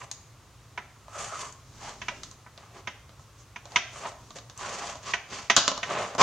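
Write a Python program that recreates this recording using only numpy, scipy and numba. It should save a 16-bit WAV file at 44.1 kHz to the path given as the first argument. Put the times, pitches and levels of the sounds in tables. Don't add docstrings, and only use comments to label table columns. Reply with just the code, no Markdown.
import sys
import numpy as np
from scipy import signal
from scipy.fft import rfft, irfft
from scipy.io import wavfile
from scipy.ndimage import uniform_filter1d, minimum_filter1d
from numba import njit

SR = 44100
rng = np.random.default_rng(int(sys.argv[2]) if len(sys.argv) > 2 else 0)


def persist_wave(psi):
    counts = np.round(np.clip(psi, -1, 1) * 32767).astype(np.int16)
    wavfile.write(sys.argv[1], SR, np.atleast_2d(counts).T)


N = 274522
T = np.arange(N) / SR
HIT_T = T[:SR // 4]


def undb(db):
    return 10 ** (np.asarray(db) / 20)


def unit(x):
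    return x / np.sqrt(np.mean(x ** 2))


def unit_energy(x):
    return x / np.sqrt(np.sum(x ** 2))


def colour(x, spectrum):
    size = 4096
    hz, db = np.transpose(spectrum)
    bin_hz = np.fft.rfftfreq(size, 1 / SR)
    gains = undb(np.interp(np.log(bin_hz + 1), np.log(hz), db))
    cepstrum = irfft(np.log(gains))
    cepstrum[1:size // 2] *= 2
    cepstrum[size // 2 + 1:] = 0
    response = irfft(np.exp(rfft(cepstrum)))
    return signal.fftconvolve(x, response)[:len(x)]


def shelf(x, hz, db):
    return colour(x, [(hz / np.sqrt(2), 0), (hz * np.sqrt(2), db)])


@njit
def band_pass(x, hz, width_hz):
    y, band_state, low_state = np.empty(len(x)), 0., 0.
    for i in range(len(x)):
        tuning, damping = np.tan(np.pi * hz[i] / SR), width_hz / hz[i]
        band = (band_state + tuning * (x[i] - low_state)) / (1 + tuning * (tuning + damping))
        band_state = 2 * band - band_state
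        low_state += 2 * tuning * band
        y[i] = damping * band
    return y


def resonate(x, hz, width_hz):
    return unit(band_pass(x, hz * np.ones(len(x)), float(width_hz)))


# frequency in Hz, gain of the side signal in dB.
STEREO_WIDTH = [(100, -19), (500, -23), (1000, -15), (2000, -12), (4000, -7), (8000, -5)]
def stereo(mid, side):
    return mid + np.array([[1], [-1]]) * colour(side, STEREO_WIDTH)


def pan(x, db):
    return x * undb(np.array([[db], [-db]]) / 2)


def add(out, start, sound):
    i = max(int(start * SR), 0)
    out[:, i:i + sound.shape[1]] += sound[:, :max(N - i, 0)]


def wander(rate):
    hold = int(SR / rate)
    steps = np.repeat(rng.standard_normal(N // hold + 1), hold)
    return unit(uniform_filter1d(uniform_filter1d(steps, hold), hold)[:N])


def fade(t60):
    return np.exp(-np.log(1000) * HIT_T / t60)


def burst(spectrum, t60, tail_db, tail_t60):
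    envelope = fade(t60) + undb(tail_db) * fade(tail_t60)
    return unit_energy(colour(rng.choice([-1., 1.], len(HIT_T)) * envelope, spectrum))


def friction(rate, spread_db, smooth_db):
    slips = (rng.random(N) < rate / SR) * rng.choice([-1., 1.], N)
    sizes = undb(spread_db * np.minimum(rng.exponential(size=N), 2))
    return unit(unit(slips * sizes) + undb(smooth_db) * rng.standard_normal(N))


def stroke(start, rise_s, hold_s, fall_s, drop_db=26.5, curve=1.025):
    before = np.maximum((start + rise_s - T) / rise_s, 0)
    after = np.maximum((T - start - rise_s - hold_s) / fall_s, 0)
    return undb(-drop_db * np.minimum(before + after, 10) ** curve)


def touches(rows, swell_s, width_hz, spectrum):
    out = np.zeros((2, N))
    reach_s = 3 * swell_s
    swell = np.exp(-(np.arange(-reach_s, reach_s, 1 / SR) / swell_s) ** 2)
    for middle, db, hz in rows:
        rubs = [colour(rng.standard_normal(len(swell)), spectrum) for _ in range(2)]
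        pair = [swell * resonate(rub, hz, width_hz) for rub in rubs]
        add(out, middle - reach_s, undb(db) * stereo(*pair))
    return out


# frequency in Hz, level in dB.
RUMBLE_TONE = [(25, -43), (53, -2), (72, -6.5), (100, -0.5), (120, 2), (175, -15.5), (850, -20.5),
               (1130, -16), (1600, -24), (5000, -29), (6600, -27), (8000, -33), (15500, -44)]
def room_rumble(level_db=-53):
    pair = [unit(colour(rng.standard_normal(N), RUMBLE_TONE)) for _ in range(2)]
    return undb(level_db) * stereo(*pair)


# frequency in Hz, level in dB.
ECHO_TONE = [(100, 0.5), (600, 5), (2400, 2), (6500, 2), (12000, -15)]
def room_echo(dry, t60=0.48, wet_db=-10, onset_s=0.00014, side_db=3.0):
    t = T[:SR]
    envelope = unit_energy(np.exp(-np.log(1000) * t / t60) * (1 - np.exp(-t / onset_s)))
    mid, side = (colour(rng.standard_normal(SR) * envelope, ECHO_TONE) for _ in range(2))
    tail = stereo(mid, undb(side_db) * side)
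    return undb(wet_db) * signal.fftconvolve(dry.mean(axis=0)[None], tail, axes=1)[:, :N]


# frequency in Hz, level in dB.
SKIN_TONE = [(60, 10), (170, 10), (380, 6), (900, -24), (6500, -2), (12000, -31.5)]
# start, then time speeding up, steady and slowing in seconds, level in dB.
FINGER_SLIDES = [(1.48, 0.27, 0.54, 0.071, -54.5), (4.08, 0.13, 0.16, 0.19, -57.5)]
def fingers():
    slide = [unit(colour(friction(3900, spread_db=-3.5, smooth_db=11.5), SKIN_TONE)) for _ in range(2)]
    loudness = sum(undb(db) * stroke(*timing) for *timing, db in FINGER_SLIDES)
    return loudness * stereo(*slide)


# time in seconds, level in dB.
CORD_BRUSHES = [(3.215, -62.5), (3.406, -58.5)]
def cord_brushes(whisper_hz=6840):
    rows = [(middle, db, whisper_hz) for middle, db in CORD_BRUSHES]
    return touches(rows, swell_s=0.027, width_hz=3900, spectrum=FIBRE_TONE)


# time in seconds, level in dB, pitch in Hz.
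CORD_SNAGS = [(1.17, -42.5, 610), (1.33, -41, 650), (1.352, -41.5, 1330), (2.128, -46, 605),
              (4.66, -38.5, 1420), (6.003, -33, 600)]
def cord_snags():
    return touches(CORD_SNAGS, swell_s=.016, width_hz=96, spectrum=LEATHER_TONE)


def shove(start=6.181, start_db=-28.5, growth_db_per_s=510, growth_s=0.036):
    force = undb(start_db + growth_db_per_s * np.clip(T - start, 0, growth_s))
    on = T > start
    pair = []
    for _ in range(2):
        slips = friction(2300, spread_db=1, smooth_db=-5)
        rub = unit(colour(slips, LEATHER_TONE)[on])
        hiss = undb(-6) * unit(shelf(colour(slips, FIBRE_TONE), hz=7500, db=-13)[on])
        body = undb(-3) * resonate(rub, hz=780, width_hz=300)
        rasp = undb(-5) * resonate(rub, hz=1080, width_hz=120)
        pair.append(unit(unit(rub + body + rasp) + hiss))
    out = np.zeros((2, N))
    out[:, on] = force[on] * stereo(*pair)
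    return out


# pitch in Hz, level in dB, seconds to fade 60 dB with no
# hand on it, dB added when struck at the edge.
PANEL_NOTES = [(689, -16, 0.66, 13.5), (991, 3, 0.27, -9), (1260, -9, 0.27, -4), (1507, -8, 0.37, 2),
               (1906, -7.5, 0.093, 19.5), (1970, -4, 0.0077, 17), (2244, 9, 0.044, -6),
               (2315, 2, 0.013, -18.5), (2874, 5.5, 0.033, -10)]
# frequency in Hz, level in dB.
CRACK_TONE = [(100, -25), (220, -5.5), (295, -20), (375, -5), (520, -9.5), (900, -2.5), (2400, 1),
              (3300, -3), (4400, -14.5), (6400, -8), (7600, -27.5), (15000, -57)]
# time in seconds, strength in dB, treble change in dB, spot (0 middle, 1 edge).
PANEL_KNOCKS = [(0.015, -35.5, -14, 0.044), (0.777, -24, -9, 0.12), (2.0175, -27, -0.5, 0.42),
                (2.084, -21, -0.5, 0.15), (2.463, -37, -34, 0.22), (2.874, -24, -1, 0.16),
                (3.561, -30.5, -2, 0.3), (3.76, -12, 3.5, 0.14), (5.137, -14.5, 0, 0.8),
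                (5.500, -11, 5, 0.63), (5.831, -20, 1.5, 0.69)]
def panel_knocks(gain_db=23.0, pan_db=-1.5, rise_s=.003, hand_t60=.09):
    rings, cracks = np.zeros((2, 2, N))
    hz, db, t60, edge_db = np.transpose(PANEL_NOTES)[:, :, None]
    push = 1 - np.exp(-HIT_T / rise_s)
    hand_damping = fade(hand_t60)
    for time, strength_db, treble_db, spot in PANEL_KNOCKS:
        detune = 1 + .012 * rng.standard_normal(hz.shape)
        phase = 2 * np.pi * rng.random((2, len(hz), 1))
        notes = undb(db + spot * edge_db) * fade(t60) * np.sin(2 * np.pi * hz * detune * HIT_T + phase)
        ring = [unit_energy(hand_damping * chord) for chord in notes.sum(axis=1)]
        crack = [burst(CRACK_TONE, t60=0.024, tail_db=-6.0, tail_t60=0.1) for _ in range(2)]
        for out, pair in ((rings, ring), (cracks, crack)):
            hit = stereo(*[shelf(x * push, 2580, treble_db) for x in pair])
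            add(out, time - rise_s / 2, undb(strength_db + gain_db) * pan(hit, pan_db))
    return rings, cracks


# frequency in Hz, level in dB.
TICK_TONE = [(400, -23), (1300, -14), (2200, -18), (3600, -9.5), (4400, -10.5), (5300, -12), (6500, -8),
             (7200, -12), (7900, -22), (10000, -33), (15000, -56)]
THUD_TONE = [(60, -18), (220, -4), (420, -9), (620, 4.5), (780, -2.5), (1100, 5), (1600, -13.5),
             (15000, -68)]
# start in seconds, strength in dB, thud gain in dB, treble change in dB.
NEEDLE_CLICKS = [(0.114, -31.5, -15, 9.5), (1.082, -49.5, 11.5, -12), (1.525, -55, -28.5, 23),
                 (2.234, -32.5, -15, 1.5), (2.313, -44.5, -0.5, 8), (2.577, -40.5, -4, -9),
                 (3.093, -48.5, 3, -19), (3.195, -56.5, 10, 0), (3.655, -41, 0.5, -3),
                 (3.720, -41.5, 0, -7), (4.118, -50.5, 12, 1.5), (4.306, -41.5, 2, -4),
                 (4.386, -37.5, -5.5, -6), (4.498, -39, -6, -4), (4.576, -48.5, -20, 20),
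                 (4.955, -39, 4, -5.5), (5.031, -50, 8, 7), (5.565, -2, -15.5, -2.5),
                 (5.576, -19.5, 2, -30), (5.679, -11.5, -8.5, -7), (5.716, -28, 4.5, -10),
                 (5.777, -30.5, 2, -3), (6.15, -39.5, 14, 8)]
def needle_clicks(gain_db=20.0, ping_hz=6850, ping_db=-1):
    pings, ticks = np.zeros((2, 2, N))
    ping = undb(ping_db) * unit_energy(HIT_T * fade(.003) * np.sin(2 * np.pi * ping_hz * HIT_T))
    for start, strength_db, thud_db, treble_db in NEEDLE_CLICKS:
        pair = []
        for _ in range(2):
            tick = burst(TICK_TONE, t60=.009, tail_db=-13, tail_t60=.12)
            thud = burst(THUD_TONE, t60=.031, tail_db=-12, tail_t60=.16)
            pair.append(shelf(tick, 5800, treble_db) + undb(thud_db) * thud)
        gain = undb(strength_db + gain_db)
        hardness = undb(.5 * strength_db)
        add(ticks, start, gain * stereo(*pair))
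        add(pings, start, gain * hardness * ping[None])
    return pings, ticks


# frequency in Hz, level in dB.
LEATHER_TONE = [(60, -30), (140, 0), (290, -8.5), (375, -3.5), (560, -2), (760, -1.5), (900, -2.5),
                (1100, 1.5), (1450, -4), (2400, -7.5), (4000, -15), (15000, -72)]
FIBRE_TONE = [(800, -6.5), (2000, 0.5), (3400, -0.5), (3950, -5.5), (4400, -0.5), (5300, -1.5), (6600, 2),
              (7700, -6), (9000, -15), (15000, -51)]
# start, then time speeding up, steady and slowing in seconds, level in dB,
# rasp pitch in Hz, rasp gain in dB, hiss gain in dB, change to the hiss's treble in dB.
CORD_PULLS = [ (0.0, 0.0033, 0.041, 0.03, -45.5, 1050, 0.5, -2, 9),
              (1.06, 0.14, 0.056, 0.16, -37, 1260, 2, 1, 11),
              (1.29, 0.041, 0.035, 0.054, -39.5, 1263, 14, 3, 4),
              (1.341, 0.052, 0.052, 0.11, -39, 1050, 5, 4.5, 9.5),
              (1.729, .12, 0.03, 0.12, -39, 850, -8, 1, 2),
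              (2.55, 0.031, 0.06, 0.19, -54.5, 1090, -15, -8, 4),
              (2.68, 0.079, 0.041, 0.035, -50, 388, 0, -2, 0),
              (3.621, 0.12, 0.013, 0.02, -44.5, 690, -7, -3, 6),
              (3.88, 0.063, 0.15, 0.07, -44, 980, -15, -1, 8),
              (4.0, 0.058, 0.013, 0.027, -37.5, 940, 1, -8, -8),
              (4.345, 0.014, 0.013, 0.045, -43, 533, 9, 8.5, 2),
              (4.555, 0.054, 0.3, .12, -37.5, 1040, -11, 0.5, 2.5),
              (5.01, 0.058, 0.049, 0.051, -38, 1070, 1.5, 6.5, -5),
              (5.26, 0.061, 0.05, 0.18, -38, 1010, -21, 3.5, -2.5),
              (5.82, 0.084, 0.135, 0.17, -31, 1090, -14.5, -7.5, 2.5), ]
def cord_pulls(rasp_width_hz=130, rim_hz=800, rim_db=-6):
    out = np.zeros((2, N))
    grip = undb(1.3 * wander(55))
    twist = undb(2.2 * wander(120))
    tension = wander(28)
    tighten, bite = 1 + .025 * tension, undb(3.5 * tension)
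    flex_hz = rim_hz * 2 ** (.35 * wander(22))
    leather = [grip * unit(colour(friction(900, spread_db=4, smooth_db=-5), LEATHER_TONE))
               for _ in range(2)]
    fibres = [twist * unit(colour(friction(3200, spread_db=0, smooth_db=-3), FIBRE_TONE))
              for _ in range(2)]
    for start, rise_s, hold_s, fall_s, db, rasp_hz, rasp_db, hiss_db, treble_db in CORD_PULLS:
        speed = stroke(start, rise_s, hold_s, fall_s)
        on = speed > .01
        pair = []
        for rub, fibre in zip(leather, fibres):
            rasp = undb(rasp_db) * unit(bite[on] * resonate(rub[on], rasp_hz * tighten[on], rasp_width_hz))
            rim = undb(rim_db) * resonate(rub[on], flex_hz[on], 2 * rasp_width_hz)
            hiss = undb(hiss_db) * shelf(fibre[on], 7400, treble_db)
            pair.append(unit(rub[on] + rasp + rim + hiss))
        out[:, on] += undb(db) * speed[on] * stereo(*pair)
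    return out


def scene(pan_db=-0.5, crack_echo_db=0.5):
    rings, cracks = panel_knocks()
    pings, ticks = needle_clicks()
    handling = ticks + cord_pulls() + cord_snags() + cord_brushes() + fingers() + shove()
    direct = pan(handling + cracks + rings + pings, pan_db)
    echo = room_echo(handling + undb(crack_echo_db) * cracks)
    return direct + echo + room_rumble()


def record(dry, top_hz=15800):
    safe_gain = 1 / np.maximum(np.abs(dry).max(axis=0), 1)
    smooth_gain = uniform_filter1d(minimum_filter1d(safe_gain, size=88), size=88)
    low_pass = signal.ellip(8, .2, 70, top_hz, fs=SR, output="sos")
    return signal.sosfilt(low_pass, dry * smooth_gain)


dry = scene()
out = record(dry)
persist_wave(out)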